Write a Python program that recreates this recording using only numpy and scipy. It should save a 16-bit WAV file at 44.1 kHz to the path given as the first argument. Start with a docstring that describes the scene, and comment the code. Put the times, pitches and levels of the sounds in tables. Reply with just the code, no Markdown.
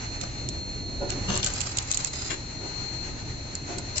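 """A packaging machine idles in a factory hall throughout: low hum, air hiss and a motor's fluttering
4.2 kHz whine that swells and fades on each side. At 0.2 s a hand touches filled film pouches in a plastic
crate. From 1 s it digs in and lifts one out: pouches bump dully, film slides and rustles, creases snap.
After 2.7 s the machine is heard alone; from 3.5 s come a few last snaps, bumps and a short slide."""
import sys
import numpy as np
from scipy import signal
from scipy.fft import rfft, irfft, next_fast_len
from scipy.io import wavfile
from scipy.ndimage import uniform_filter1d, map_coordinates

SR = 44100
rng = np.random.default_rng(int(sys.argv[2]) if len(sys.argv) > 2 else 0)


def master(y):
    """Save y as 16-bit WAV."""
    cut = np.clip(np.atleast_2d(y).T, -1, 1)
    pcm = np.round(cut * 32767)  # scale
    wavfile.write(sys.argv[1], SR, pcm.astype(np.int16))


N = 176400

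# left-right likeness: freq_hz, correlation
STEREO_LIKENESS = [(40, .87), (150, .88), (350, .76), (700, .35), (1500, 0), (2400, -.15), (7000, .05)]
# machine hum: freq_hz, density_db
HUM_SPECTRUM = [(12, -40.5), (20, -2.5), (86, -2.5), (125, -0.5), (150, -9), (171, -8.5), (198, -11),
                (308, -10.5), (427, -16), (456, -17.5), (733, -20), (782, -39), (1000, -28), (1300, -65),
                (2200, -120)]
# hum swell: time_s, gain_db
HUM_SWELL = [(0,-0.5), (1.3,3.5), (1.8,-3), (2.1,-2), (4,0)]
# air hiss: freq_hz, density_db
HISS_SPECTRUM = [(450, -48), (800, -10.5), (1050, -18), (1500, -18), (2000, -17), (2400, -17),
                 (3000, -21.5), (3850, -24), (4080, -20), (4330, -16.5), (4600, -23), (5000, -24.5),
                 (5450, -23), (5800, -19.5), (6350, -14.5), (6700, -16.5), (7450, -17.5), (9000, -65.5)]
# hiss swell: time_s, gain_db
HISS_SWELL = [(0, 4), (.6, -0.5), (.93, -1.5), (1.3, 6), (2.4, 1.5), (2.7, 3.5), (3.2, 2.5), (4, 2)]
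# hiss balance: freq_hz, left_minus_right_db
HISS_BALANCE = [(800, -4.5), (2400, 2), (4500, 3), (6000, -1), (7200, -1.5)]
# low tones of the drives: pitch_hz, level_db
DRIVE_TONES = [(80.7,-52), (117.5,-51.5)]
# weak second whine, its sidebands and two faint tones: pitch_hz, level_db
FAINT_TONES = [(4000, -61), (4010, -56), (4047, -65), (3753, -64.5), (6315, -62)]
# motor whine pitch: time_s, pitch_hz
WHINE_GLIDE = [(0, 4246), (.35, 4238), (.47, 4250), (1.3, 4249), (2.4, 4248), (2.8, 4238), (3.02, 4234),
               (3.15, 4249), (4, 4250)]
# whine carrier and sidebands: offset_hz, level_db
WHINE_LINES = [(0, 4.5), (47.5, -7), (-68, -16), (68, -17), (138, -19.5)]
# whine swell: time_s, left_gain_db, right_gain_db
WHINE_SWELL = [(.03, -47, -46), (.12, -45, -39), (.26, -41, -45), (.32, -49, -52), (.38, -39, -43),
               (.47, -42, -47), (.65, -39, -40), (1.0, -43.5, -40), (1.2, -45, -38.5), (1.32, -40, -42),
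               (1.45, -41, -50), (1.57, -52, -54), (1.85, -52, -56), (2.02, -41, -56), (2.22, -47, -57),
               (2.52, -42, -52), (2.8, -34, -50), (3.03, -35.5, -51), (3.13, -43.5, -62),
               (3.38, -43.5, -57), (3.54, -43, -46), (3.78, -45, -56), (3.97, -39, -52)]
# film slides: start_s, length_s, level_db, left_minus_right_db, tilt_db_per_octave, pouch_resonance_db
FILM_STROKES = [(0.2,0.044,-37,0,-2.5,-12), (1.086,.037,-39.5,-9,-1,3), (1.273,0.123,-32.5,4.5,-2,5),
                (1.418,0.076,-33.5,5.5,0.5,5.5), (1.527,0.19,-37,-1.5,1.5,-1.5), (1.867,0.21,-37.5,2,1,-6),
                (2.118,0.16,-36,-2,3,-12.5), (2.284,0.06,-33,3.5,-0.5,5.5), (3.952,0.036,-30.5,4.5,2,-11)]
# sliding film: freq_hz, density_db
FILM_SPECTRUM = [(200, -15.5), (600, 0), (1000, -9), (1700, -3.5), (2600, -3.5), (3600, -4.5), (5000, -3),
                 (6200, -2), (7100, 0.5), (7550, 5.5), (7900, -48.5)]
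# buckling creases: start_s, level_db, left_minus_right_db, flurry_gain_db, flurry_fade_s,
# sheet_gain_db, sheet_ring_hz
CREASE_SNAPS = [(.2136, -20, -9.5, -11, .004, -4, 2510), (.4888, -18, -7, -12, .004, -2, 4080),
                (1.104, -20, 7, -6, .003, -1, 2810), (1.356, -13, 0, -12, .002, -3, 4090),
                (1.3765, -14, -8, -9, .0015, -16, 3300), (1.4305, -22, 5, -3, .009, 10, 3300),
                (1.4462, -11, -4, -10, .003, -8, 3240), (1.464, -10, -2, -11, .0015, -4, 3350),
                (1.538, -24, -8, -7, .004, -10, 2400), (1.606, -17.5, -7, -7, .004, -8, 2700),
                (1.6145, -16, -8, -9, .003, -6, 2830), (1.7723, -15, -6, -7, .003, -10, 3940),
                (1.7866, -13, -5, -6, .002, -6, 3470), (1.789, -12.5, 6.5, -10, .0015, -5, 4400),
                (1.826, -27, 8, -9, .003, -12, 2400), (1.9152, -7, 6, -11, .0017, -8, 3900),
                (1.9255, -17, 0, -6, .002, -8, 3900), (1.938, -21, 2, -7, .002, 6, 3700),
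                (1.9458, -11.5, -9, -13, .003, -7, 4400), (1.974, -16, -9, -5, .0025, -12, 3540),
                (2.0478, -13, -10, -8, .0015, -8, 2430), (2.072, -22, -9, -10, .002, -5, 3950),
                (3.5535, -18.5, -4, -10, .003, -4, 4600), (3.784, -25, -5, -5, .006, -7, 4400),
                (3.971, -25, 2, -7, .004, -8, 2240), (3.9817, -13, 9, -10, .003, -6, 2270)]
# bright ring of a crease: freq_hz, density_db
CREASE_SPECTRUM = [(2000, -49), (4000, -13.5), (5500, -19.5), (6500, 5), (7100, 10.5), (7800, 5),
                   (8400, -20.5)]
# lower ring of the sheet around it: freq_hz, density_db
SHEET_SPECTRUM = [(400, -28), (1300, -15.5), (2500, -4), (4000, -1), (4800, 1.5), (5700, 4.5),
                  (8000, -40.5)]
# pouches hitting the crate: start_s, rise_s, level_db, t60_s, thud_vs_knock_db, note_hz, note_vs_knock_db
POUCH_BUMPS = [(1, .024, -30.5, 0.39, -13, 572, -4.5), (1.09, 0.022, -47, 0.5, 1, 406, -7),
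               (1.282, 0.016, -32.5, 0.22, 1.5, 195, 3.5), (1.334, 0.018, -43, 0.45, -10, 379, 5.5),
               (2.29, 0.038, -41, 0.32, -16, 344, -6.5), (2.58, 0.07, -40, 0.31, -18.5, 406, -8.5),
               (3.68, .017, -35.5, 0.62, -10.5, 703, -7.5), (3.77, 0.02, -48, 0.18, 6.5, 706, 0.5)]
# filled crate's resonances: centre_hz, width_hz, gain_db
CRATE_MODES = [(344, 47, 2.5), (394, 40, 2), (487, 120, -8.5), (572, 22, 1.5), (709, 89, -6.5),
               (985, 100, -11), (1445, 49, -8)]
# deep thud: freq_hz, density_db
THUD_SPECTRUM = [(60, -12.5), (130, -0.5), (200, 11.5), (280, -1.5), (450, -34.5), (1000, -63.5)]
# hall decay: freq_hz, t60_s
HALL_DECAY = [(200, 0.37), (2000, 0.2), (8000, 0.84)]

TREBLE_EDGE_HZ = 7500
TIME_S = np.arange(N) / SR
OPPOSED = np.array([[.5], [-.5]])  # splits a difference between left and right


def amp(db):
    """Decibels to gain."""
    return 10 ** (np.asarray(db) / 20)


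def unit(x):
    """Scale to rms 1."""
    return x / np.sqrt(np.mean(np.abs(x) ** 2) + 1e-20)


def along(points, hz):
    """Interpolate (freq_hz, value) points on a log axis."""
    freqs_hz, values = np.transpose(points)
    return np.interp(np.log(hz + 1), np.log(freqs_hz + 1), values)


def curves(rows):
    """One value per sample for each column after time_s."""
    times_s, *columns = np.transpose(rows)
    return np.array([np.interp(TIME_S, times_s, column) for column in columns])


def wobble(rate_hz):
    """Smooth random curve, rate_hz knots a second."""
    knots = rng.standard_normal(int(N * rate_hz / SR) + 4)
    return map_coordinates(knots, [TIME_S * rate_hz])


def ripple(hz, spacing_hz, depth_db):
    """Random spectral peaks and dips, as from the modes of a wall or crumpled sheet."""
    knots = rng.standard_normal(4096)
    return amp(depth_db * np.tanh(map_coordinates(knots, [hz / spacing_hz], mode="mirror")))


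def filtered(x, response):
    """Apply a frequency response by FFT."""
    n = x.shape[-1]
    padded = next_fast_len(n + n // 10)
    return irfft(rfft(x, padded) * response(np.fft.rfftfreq(padded, 1 / SR)), padded)[..., :n]


def lowpass(hz, edge_hz):
    """Gain of a very steep low-pass."""
    return 1 / np.sqrt(1 + (hz / edge_hz) ** 160)


def pan(side_db):
    """Left and right gains."""
    return amp(OPPOSED * side_db)


def spread_rad(hz):
    """Angle between left and right: small in the bass, near 90 degrees in the treble."""
    return np.arccos(along(STEREO_LIKENESS, hz))


def stereo_noise(response):
    """Shaped noise of rms 1, alike in the bass, unrelated in the treble."""
    def mid_side(hz):
        angle = spread_rad(hz) / 2
        return response(hz) * np.array([np.cos(angle), np.sin(angle)])
    mid, side = filtered(rng.standard_normal((2, N)), mid_side)
    return unit(np.array([mid + side, mid - side]))


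def machine_hum(base_db=-37, swing_db=1):
    """The idling machine's low, wavering noise."""
    gain = amp(base_db + curves(HUM_SWELL) + swing_db * wobble(7.91))
    return gain * stereo_noise(lambda hz: amp(along(HUM_SPECTRUM, hz)))


def air_hiss(base_db=-45, swing_db=1.5):
    """Air noise coloured by the metal housing."""
    def colour(hz):
        housing = ripple(hz, spacing_hz=30.07, depth_db=3.5)
        balance = pan(along(HISS_BALANCE, hz))
        return amp(along(HISS_SPECTRUM, hz)) * housing * balance * lowpass(hz, TREBLE_EDGE_HZ)
    return stereo_noise(colour) * amp(base_db + curves(HISS_SWELL) + swing_db * wobble(20))


def drive_tones(drift_rad=.55, swing_db=1.5):
    """Weak tones of the drives, wandering in phase and level."""
    out = np.zeros((2, N))
    for hz, db in DRIVE_TONES + FAINT_TONES:
        phase = 2 * np.pi * hz * TIME_S + drift_rad * wobble(9)
        apart_rad = OPPOSED * spread_rad(hz) * (1 + wobble(2.4) / 2) / 2
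        out += np.sqrt(2) * amp(db + swing_db * wobble(4.19)) * np.sin(phase + apart_rad)
    return out


def motor_whine(flutter_db=.8, jitter_rad=.08):
    """High motor tone with rotation sidebands; left and right sit apart in its standing waves."""
    carrier_rad = 2 * np.pi * np.cumsum(curves(WHINE_GLIDE)) / SR + jitter_rad * wobble(140)
    out = np.zeros((2, N))
    for offset_hz, db in WHINE_LINES:
        apart_rad = .8 * OPPOSED * (1 + wobble(2) / 2)
        phase = carrier_rad + 2 * np.pi * (offset_hz * TIME_S + rng.random())
        out += amp(db) * np.sin(phase + apart_rad + wobble(2) / 2)
    return out * amp(curves(WHINE_SWELL) + flutter_db * wobble(40))


def film_rustle(gain_db=1, grains_per_s=2200, spread_db=1.5, clump_db=4, swish_db=-6):
    """Film slides on film: clumped grains over a soft swish; each stroke bends new sheet resonances."""
    attack_s, release_s = .02, .015
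    pouch_hz, pouch_width_hz = 3280, 350
    out = np.zeros((2, N + SR))
    t = np.arange(SR // 4) / SR
    for start_s, length_s, db, side_db, tilt_db_per_octave, pouch_db in FILM_STROKES:
        def colour(hz):
            resonance_db = pouch_db * np.exp(-((hz - pouch_hz) / pouch_width_hz) ** 2)
            shape_db = along(FILM_SPECTRUM, hz) + tilt_db_per_octave * np.log2(hz + 1) + resonance_db
            modes = ripple(hz, spacing_hz=198.6, depth_db=7.5)
            return amp(shape_db) * modes * lowpass(hz, TREBLE_EDGE_HZ)
        effort = np.minimum(t / attack_s, 1) * np.exp(-np.maximum(t - length_s, 0) / release_s)
        hits = rng.random(len(t)) < grains_per_s / SR
        sizes = hits * amp(spread_db * np.minimum(rng.exponential(size=len(t)), 2))
        grains = unit(sizes * np.sign(rng.standard_normal((2, len(t)))))
        swish = amp(swish_db) * rng.standard_normal((2, len(t)))
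        clumps = amp(clump_db * wobble(129.6)[:len(t)])
        film = unit(filtered((grains + swish) * clumps, colour))
        out[:, round(start_s * SR):][:, :len(t)] += amp(db + gain_db) * pan(side_db) * effort * film
    return out[:, :N]


def crease_snaps(gain_db=1, flurry_trim_db=.5, sheet_trim_db=-.5, grain_db=3):
    """A crease buckles: one sharp click amid a flurry of tiny ones, ringing crease and sheet."""
    ring_db, ring_width_hz, lag_spread_s = 8, 500, .0002
    rise_s, tail_db, tail_t60_s = .0009, -22, .05
    out = np.zeros((2, N + SR))
    t = np.arange(-SR // 100, SR // 10) / SR  # click at t = 0
    after_s = np.maximum(t, 0)
    rise = np.exp(np.minimum(t, 0) / rise_s)
    tail = amp(tail_db - 60 * after_s / tail_t60_s)
    for start_s, db, side_db, flurry_db, fade_s, sheet_db, ring_hz in CREASE_SNAPS:
        lag_s = lag_spread_s * rng.standard_normal((2, 1))

        def colour(hz):
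            crease = unit(amp(along(CREASE_SPECTRUM, hz)) * ripple(hz, spacing_hz=505, depth_db=3.5))
            ring = 1 + amp(ring_db) / (1 + 2j * (hz - ring_hz) / ring_width_hz)
            sheet = unit(amp(along(SHEET_SPECTRUM, hz)) * ring)
            return (crease + amp(sheet_db + sheet_trim_db) * sheet) * np.exp(-2j * np.pi * hz * lag_s)
        click = filtered(1.0 * (t == 0), colour)
        click /= np.abs(click).max(axis=-1, keepdims=True)
        envelope = rise * (np.exp(-after_s / fade_s) + tail)
        sizes = envelope * amp(grain_db * unit(uniform_filter1d(rng.standard_normal(len(t)), size=30)))
        grains = filtered(sizes * rng.standard_normal((2, len(t))), colour)
        flurry = np.array([unit(side) for side in grains]) * np.sqrt(np.mean(envelope ** 2))
        snap = click + amp(flurry_db + flurry_trim_db) * flurry
        out[:, round((start_s + t[0]) * SR):][:, :len(t)] += amp(db + gain_db) * pan(side_db) * snap
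    return out[:, :N]


def pouch_bumps(waver_rad=.5, rolloff_hz=2500):
    """Soft pouches hit the crate, which knocks and thuds; each spot favours one hollow note."""
    def crate(hz):
        modes = 0
        for k, (centre_hz, width_hz, db) in enumerate(CRATE_MODES):
            damping = 1j * hz * width_hz
            modes += (-1) ** k * amp(db) * damping / (centre_hz ** 2 - hz ** 2 + damping)
        return modes / (1 + (hz / rolloff_hz) ** 2)
    knock = stereo_noise(crate)
    thud = stereo_noise(lambda hz: amp(along(THUD_SPECTRUM, hz)))
    out = np.zeros((2, N))
    for start_s, rise_s, db, t60_s, thud_db, note_hz, note_db in POUCH_BUMPS:
        age_s = TIME_S - start_s
        envelope = np.clip(age_s / rise_s, 0, 1) * amp(db - 60 * np.maximum(age_s - rise_s, 0) / t60_s)
        note = unit(np.sin(2 * np.pi * note_hz * TIME_S + waver_rad * wobble(60)))
        out += envelope * (knock + amp(thud_db) * thud + amp(note_db) * note)
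    return out


def hall_reverb(x, gain_db=-12.5):
    """The hall's diffuse tail, shortest near 2 kHz."""
    hz, t, spectra = signal.stft(rng.standard_normal((2, SR // 2)), SR, nperseg=256)
    decay = amp(-60 * t / along(HALL_DECAY, hz)[:, None])
    _, tail = signal.istft(spectra * decay, SR, nperseg=256)
    wet = signal.fftconvolve(x, tail / np.linalg.norm(tail[0]), axes=1)[:, :N]
    return amp(gain_db) * filtered(wet, lambda hz: lowpass(hz, TREBLE_EDGE_HZ))


def scene():
    """Machine all around; pouches close by, echoing in the hall."""
    pouches = crease_snaps() + film_rustle() + pouch_bumps()
    machine = machine_hum() + air_hiss() + drive_tones() + motor_whine()
    return machine + pouches + hall_reverb(pouches)


def record(dry):
    """Steep band limit."""
    return filtered(dry, lambda hz: lowpass(hz, edge_hz=8700))


dry = scene()
out = record(dry)
master(out)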